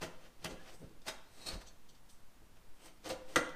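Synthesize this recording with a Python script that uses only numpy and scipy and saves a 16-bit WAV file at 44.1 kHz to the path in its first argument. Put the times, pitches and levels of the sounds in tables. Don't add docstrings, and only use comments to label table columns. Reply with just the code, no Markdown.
import sys
import numpy as np
from scipy import signal
from scipy.fft import rfft, irfft
from scipy.io import wavfile
from scipy.ndimage import uniform_filter1d

SR = 44100
rng = np.random.default_rng(int(sys.argv[2]) if len(sys.argv) > 2 else 0)


def dump_mix(stems):
    frames = np.atleast_2d(stems).T
    limited = np.clip(frames, -1, 1)
    pcm = np.round(limited * 32767).astype(np.int16)
    wavfile.write(sys.argv[1], SR, pcm)


N = 156555
TIME = np.arange(N) / SR


def from_db(db):
    return 10 ** (np.asarray(db) / 20)


def rms_one(x):
    return x / np.sqrt(np.mean(x ** 2) + 1e-20)


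def at_hz(table, hz, column=1):
    rows = np.array(table)
    return np.interp(np.log(hz + 1e-9), np.log(rows[:, 0]), rows[:, column])


def through(x, response):
    return signal.fftconvolve(x, response / np.linalg.norm(response))[:N]


def colour(x, spectrum, size=8192):
    log_gain = np.log(from_db(at_hz(spectrum, np.fft.rfftfreq(size, 1 / SR))))
    cepstrum = irfft(log_gain)
    cepstrum[1:size // 2] *= 2
    cepstrum[size // 2 + 1:] = 0
    return through(x, irfft(np.exp(rfft(cepstrum))))


def ring(x, modes):
    t = TIME[:SR // 2]
    response = np.zeros(len(t))
    for k, (hz, db, t60) in enumerate(modes):
        decay = from_db(db - 60 * t / t60) / np.sqrt(t60)
        response += (-1) ** k * decay * np.sin(2 * np.pi * hz * t)
    return through(x, response)


def filtered(x, limits_hz, kind, order=2):
    return signal.sosfilt(signal.butter(order, limits_hz, kind, fs=SR, output="sos"), x)


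def drift(limit_hz):
    settled = filtered(rng.standard_normal(N + SR), limit_hz, "low")[SR:]
    return rms_one(settled)


def force(rows, column=4):
    power = np.zeros(N)
    for row in rows:
        start, rise, hold, fall = row[:4]
        before = np.minimum(TIME - start, 0) / rise
        after = np.maximum(TIME - start - hold, 0) / fall
        power += (from_db(row[column]) * np.exp(before - after)) ** 2
    return np.sqrt(power)


GRAINS_PER_S, GRAIN_SPREAD_DB = 9000, 3
JUDDER_DB, JUDDER_HZ = 0.6, 49


def fractures():
    size_db = GRAIN_SPREAD_DB * np.minimum(rng.exponential(1, N), 4)
    sizes = from_db(size_db) * rng.choice([-1, 1], N)
    grains = sizes * (rng.random(N) < GRAINS_PER_S / SR)
    local_power = np.abs(uniform_filter1d(grains ** 2, size=300))
    grains = grains / np.sqrt(local_power + 1e-6)
    return rms_one(grains * from_db(JUDDER_DB * drift(JUDDER_HZ)))


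# (relative, per Hz)
ROOM_TONE = [(20, 6.5), (45, -4), (100, -9.5), (250, -11), (500, -17.5), (1000, -18.5), (2500, -25),
             (6000, -29), (11000, -32), (16000, -34)]
ROOM_TONE_DB = -61.5
SWAY_DB, SWAY_HZ = -53, 4.24


def background():
    tone = from_db(ROOM_TONE_DB) * colour(rng.standard_normal(N), ROOM_TONE)
    sway = from_db(SWAY_DB) * drift(SWAY_HZ)
    return tone + sway


# hz, t60_s, level_db (against the direct sound)
ROOM_TAIL = [(100, 0.37, -8.5), (297, 0.45, -4.5), (790, 0.53, -2.5), (1740, 0.55, -4.5),
             (4840, 0.49, -9.5), (9000, 0.34, -6.5), (15200, .2, -9)]
TAIL_BUILD_S = 0.01
NEAR_WALLS_DB, NEAR_WALLS_PEAK_S, NEAR_WALLS_LOW_HZ = -5, 0.007, 466


def room(x):
    t = TIME[:SR * 2 // 3]
    edges = 60 * 2 ** (np.arange(13) * 2 / 3)
    white = rng.standard_normal((2, len(t)))
    response = np.zeros(len(t))
    for k, (low, high) in enumerate(zip(edges, edges[1:])):
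        hz = np.sqrt(low * high)
        band = filtered(white[k % 2], [low, high], "band")
        decay = from_db(-60 * t / at_hz(ROOM_TAIL, hz, column=1))
        tail = band * decay * np.minimum(t / TAIL_BUILD_S, 1) ** 2
        level = from_db(at_hz(ROOM_TAIL, hz, column=2)) * np.sqrt(2 * (high - low) / SR)
        response += level * tail / np.linalg.norm(tail)
    near = rng.standard_normal(len(t)) * t * np.exp(-t / NEAR_WALLS_PEAK_S)
    near = filtered(near, NEAR_WALLS_LOW_HZ, "high")
    response += from_db(NEAR_WALLS_DB) * near / np.linalg.norm(near)
    return x + signal.fftconvolve(x, response)[:N]


# start_s (of full force), rise_s, hold_s, fall_s, thud_db, rumble_db
KNOCKS = [(.46, 0.014, .08, 0.016, -53.5, -59), (.818, .0015, 0.013, 0.0045, -48.5, -47.5),
          (.838, 0.0034, 0.006, 0.014, -55.5, -49), (.864, .002, .003, .012, -62.5, -57),
          (.905, .015, 0.011, .012, -61.5, -62), (1.533, 0.018, 0.025, 0.018, -53, -46.5),
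          (1.65, 0.053, 0.069, 0.15, -80, -66), (2.42, .03, 0.012, 0.027, -67, -61),
          (3.1, 0.021, 0.068, 0.053, -68, -63), (3.372, .008, .015, 0.036, -68, -56)]
# (relative, per Hz)
RUMBLE = [(10, -13), (28, 3), (42, 7), (58, -9), (85, -7), (140, -21.5), (400, -37), (2000, -75)]


def rumble():
    return colour(fractures() * force(KNOCKS, column=5), RUMBLE)


# (relative, per Hz)
THUD = [(40, -4.5), (85, 5), (120, -4.5), (165, 1.5), (230, -1), (330, 2), (500, -4), (660, -14),
        (1200, -28), (4000, -48)]


def knocks():
    return colour(fractures() * force(KNOCKS, column=4), THUD)


# (relative, per Hz)
GRIT = [(500, 4), (2000, -11), (3300, 5), (4500, 3), (6000, 1), (7200, -4.5), (8700, -4.5), (10800, -14),
        (13500, -11.5), (16000, -30.5)]


def grit(x):
    return colour(x, GRIT)


# start_s (of full force), rise_s, hold_s, fall_s, tick_db, ring_db
RATTLES = [(.496, .004, 0.011, 0.0068, -80, -61), (.53, .001, .001, .003, -80, -71),
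           (.894, .001, 0.00091, 0.0021, -66, -76), (1.018, 0.00091, .002, 0.0048, -64.5, -85),
           (1.672, 0.0096, 0.015, .005, -63.5, -61.5), (1.892, .004, 0.0049, 0.01, -64, -68),
           (1.95, 0.0043, 0.0051, 0.0073, -68, -79), (2.094, 0.0027, 0.0065, 0.0075, -67, -70),
           (2.134, 0.0011, .002, .005, -78, -73), (3.044, 0.0012, 0.0017, 0.0026, -55, -71),
           (3.493, .001, .001, 0.0014, -51.5, -66)]
# pitch_hz, level_db (relative), t60_s
HANDLE = [(3500, -3, 0.0055), (4500, -3.5, 0.011), (5760, -5, 0.014), (6330, -0.5, 0.0053),
          (8000, -7, 0.0071)]


def handle():
    ticks = fractures() * force(RATTLES, column=4)
    rattle = fractures() * force(RATTLES, column=5)
    return grit(ticks) + ring(rattle, HANDLE)


# start_s (of full force), rise_s, hold_s, fall_s, level_db
SKIMS = [(.695, 0.038, 0.016, 0.013, -74), (.738, 0.0067, 0.013, 0.017, -67.5), (.8, .02, 0.013, .01, -74),
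         (1.34, .04, 0.14, .02, -72.5), (2.098, 0.0047, 0.0072, .035, -67), (2.75, 0.013, 0.018, .02, -81),
         (2.845, 0.029, 0.021, 0.014, -66), (2.859, .001, .003, .002, -61),
         (3.091, 0.0011, 0.0022, .002, -50), (3.295, .015, 0.086, .01, -70)]
# (relative, per Hz)
SKIM = [(1000, -23), (3000, -33), (5500, -2.5), (7000, -7.5), (8300, 1.5), (9300, -2.5), (10600, -13),
        (13500, -10), (16000, -22)]


def skims():
    return colour(fractures() * force(SKIMS), SKIM)


# start_s (of full force), rise_s, hold_s, fall_s, level_db
SQUEAK = [(.596, 0.017, .028, .005, -64)]
SQUEAK_HZ, SQUEAK_WAVER = 1700, 0.0224


def squeak():
    hz = SQUEAK_HZ * (1 + SQUEAK_WAVER * drift(JUDDER_HZ))
    tone = np.sin(2 * np.pi * np.cumsum(hz) / SR)
    return force(SQUEAK) * rms_one(tone)


# start_s (of full force), rise_s, hold_s, fall_s, level_db
SCRAPES = [(1.392, 0.079, .01, .01, -69.5), (1.415, 0.012, 0.053, .008, -60.5),
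           (1.467, 0.0041, 0.0073, .01, -43), (1.488, 0.0025, 0.0014, 0.0023, -39),
           (1.537, .006, 0.0059, 0.0042, -59)]
# pitch_hz, level_db (relative), t60_s
BLADE = [(2630, -3.5, 0.0091), (3870, 5, 0.013), (4340, 1, 0.0089), (4800, -4.5, 0.012),
         (5570, -10, 0.0059), (5900, -15, 0.0083), (8360, -7.5, .008), (9450, -9, 0.012)]
BLADE_GRIT_DB = -2


def blade():
    scrape = fractures() * force(SCRAPES)
    return ring(scrape, BLADE) + grit(from_db(BLADE_GRIT_DB) * scrape)


# pitch_hz, level_db (relative), t60_s
BOARD = [(238.5, -11, 0.3), (315.8, 1.5, 0.13), (359, -3, 0.12), (506.7, 2, 0.084), (610.5, -6, 0.082),
         (749.4, -6, 0.18)]


def board(x):
    return ring(x, BOARD)


# pitch_hz, level_db (relative), t60_s
PANEL = [(85.7, -4.5, 0.17), (167.3, 3, 0.14)]


def panel(x):
    return ring(x, PANEL)


# (relative, per Hz)
SNAP = [(100, -29), (300, -4.5), (600, -3), (850, -9), (1250, 0), (1600, -2), (2100, -8), (2500, -12),
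        (3800, -14.5), (7000, -21), (15000, -40)]
# pitch_hz, level_db (relative), t60_s
PIECE = [(1250, -6, 0.051), (1380, -2, 0.033), (1700, 3.5, 0.031), (2027, 6.5, 0.028), (4230, -5, 0.013),
         (5023, -3.5, 0.026), (6240, -15, 0.0078), (8530, -2, 0.0064)]
SNAP_S, SNAP_FALL_S, CRACK_FALL_S = 3.3592, 0.014, 0.004
FIRST_BREAK_DB = -8
SNAP_DB, CRACK_DB, PIECE_DB = -26, -29.5, -26
SNAP_BOARD_DB, SNAP_PANEL_DB = -31, -38.5


def snap():
    age = np.maximum(TIME - SNAP_S, 0)
    breaking = (TIME >= SNAP_S) * np.exp(-age / SNAP_FALL_S)
    crack = (TIME >= SNAP_S) * np.exp(-age / CRACK_FALL_S)
    click = from_db(FIRST_BREAK_DB) * (np.arange(N) == int(SNAP_S * SR))
    crumbs = colour(click + from_db(SNAP_DB) * fractures() * breaking, SNAP)
    crackle = from_db(CRACK_DB) * grit(fractures() * crack)
    piece = from_db(PIECE_DB) * ring(fractures() * crack, PIECE)
    wall = from_db(SNAP_BOARD_DB) * board(fractures() * breaking)
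    boom = from_db(SNAP_PANEL_DB) * panel(fractures() * breaking)
    return crumbs + crackle + piece + wall + boom


# start_s (of full force), rise_s, hold_s, fall_s, crunch_db, grit_db, board_db, panel_db
CUTS = [(.019, 0.0053, 0.015, 0.018, -44.5, -47, -47.5, -46),
        (.245, 0.06, 0.022, 0.012, -65, -67.5, -67, -80), (.432, 0.023, 0.0037, .005, -62, -63.5, -74, -66),
        (.447, 0.0021, 0.0011, 0.0014, -48, -34.5, -51, -43),
        (.454, 0.0027, 0.0076, 0.0064, -42, -51.5, -50.5, -52.5),
        (.509, 0.0068, 0.0024, 0.019, -57.5, -57, -53, -75),
        (.605, 0.023, 0.027, 0.017, -67.5, -70.5, -77, -71.5),
        (.68, 0.038, 0.019, 0.011, -59.5, -62.5, -64, -89),
        (.722, .01, 0.019, .015, -65.5, -64.5, -63.5, -85),
        (.825, 0.022, 0.021, 0.029, -71.5, -73.5, -69, -55),
        (1.07, 0.0071, 0.013, .005, -47.5, -47, -75, -73),
        (1.083, 0.0036, 0.0084, 0.0093, -42, -42, -75, -67),
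        (1.39, 0.05, 0.038, 0.017, -64.5, -66, -70, -76),
        (1.475, 0.026, 0.069, 0.015, -54, -55, -62, -59.5),
        (1.612, 0.0058, 0.007, .008, -58.5, -58.5, -72, -73),
        (2.57, 0.006, 0.0035, 0.0057, -68, -71.5, -76, -78),
        (2.853, 0.048, 0.031, .018, -62, -65, -68, -72.5),
        (3.058, 0.011, 0.022, 0.0077, -50, -50.5, -48, -66.5),
        (3.099, 0.0055, 0.0093, 0.015, -44, -45.5, -43, -53),
        (3.295, 0.029, 0.072, 0.013, -62.5, -64, -58.5, -70.5)]
# (relative, per Hz)
CRUNCH = [(100, -7.5), (350, 3), (700, 7), (1050, 1), (1500, 3), (2200, 3.5), (3200, 8), (5000, -30),
          (15000, -47.5)]


def cuts():
    grains = fractures()
    crunch = colour(grains * force(CUTS, column=4), CRUNCH)
    treble = grit(grains * force(CUTS, column=5))
    wall = board(fractures() * force(CUTS, column=6))
    boom = panel(fractures() * force(CUTS, column=7))
    return crunch + treble + wall + boom


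WORK_DB = 0.5


def scene():
    sources = knocks() + handle() + skims() + squeak() + blade() + snap() + cuts()
    work = room(sources) + rumble()
    return (from_db(WORK_DB) * work + background())[None]


CUTOFF_HZ = 15400


def record(dry):
    return signal.sosfilt(signal.ellip(10, .2, 70, CUTOFF_HZ, fs=SR, output="sos"), dry)


dry = scene()
out = record(dry)
dump_mix(out)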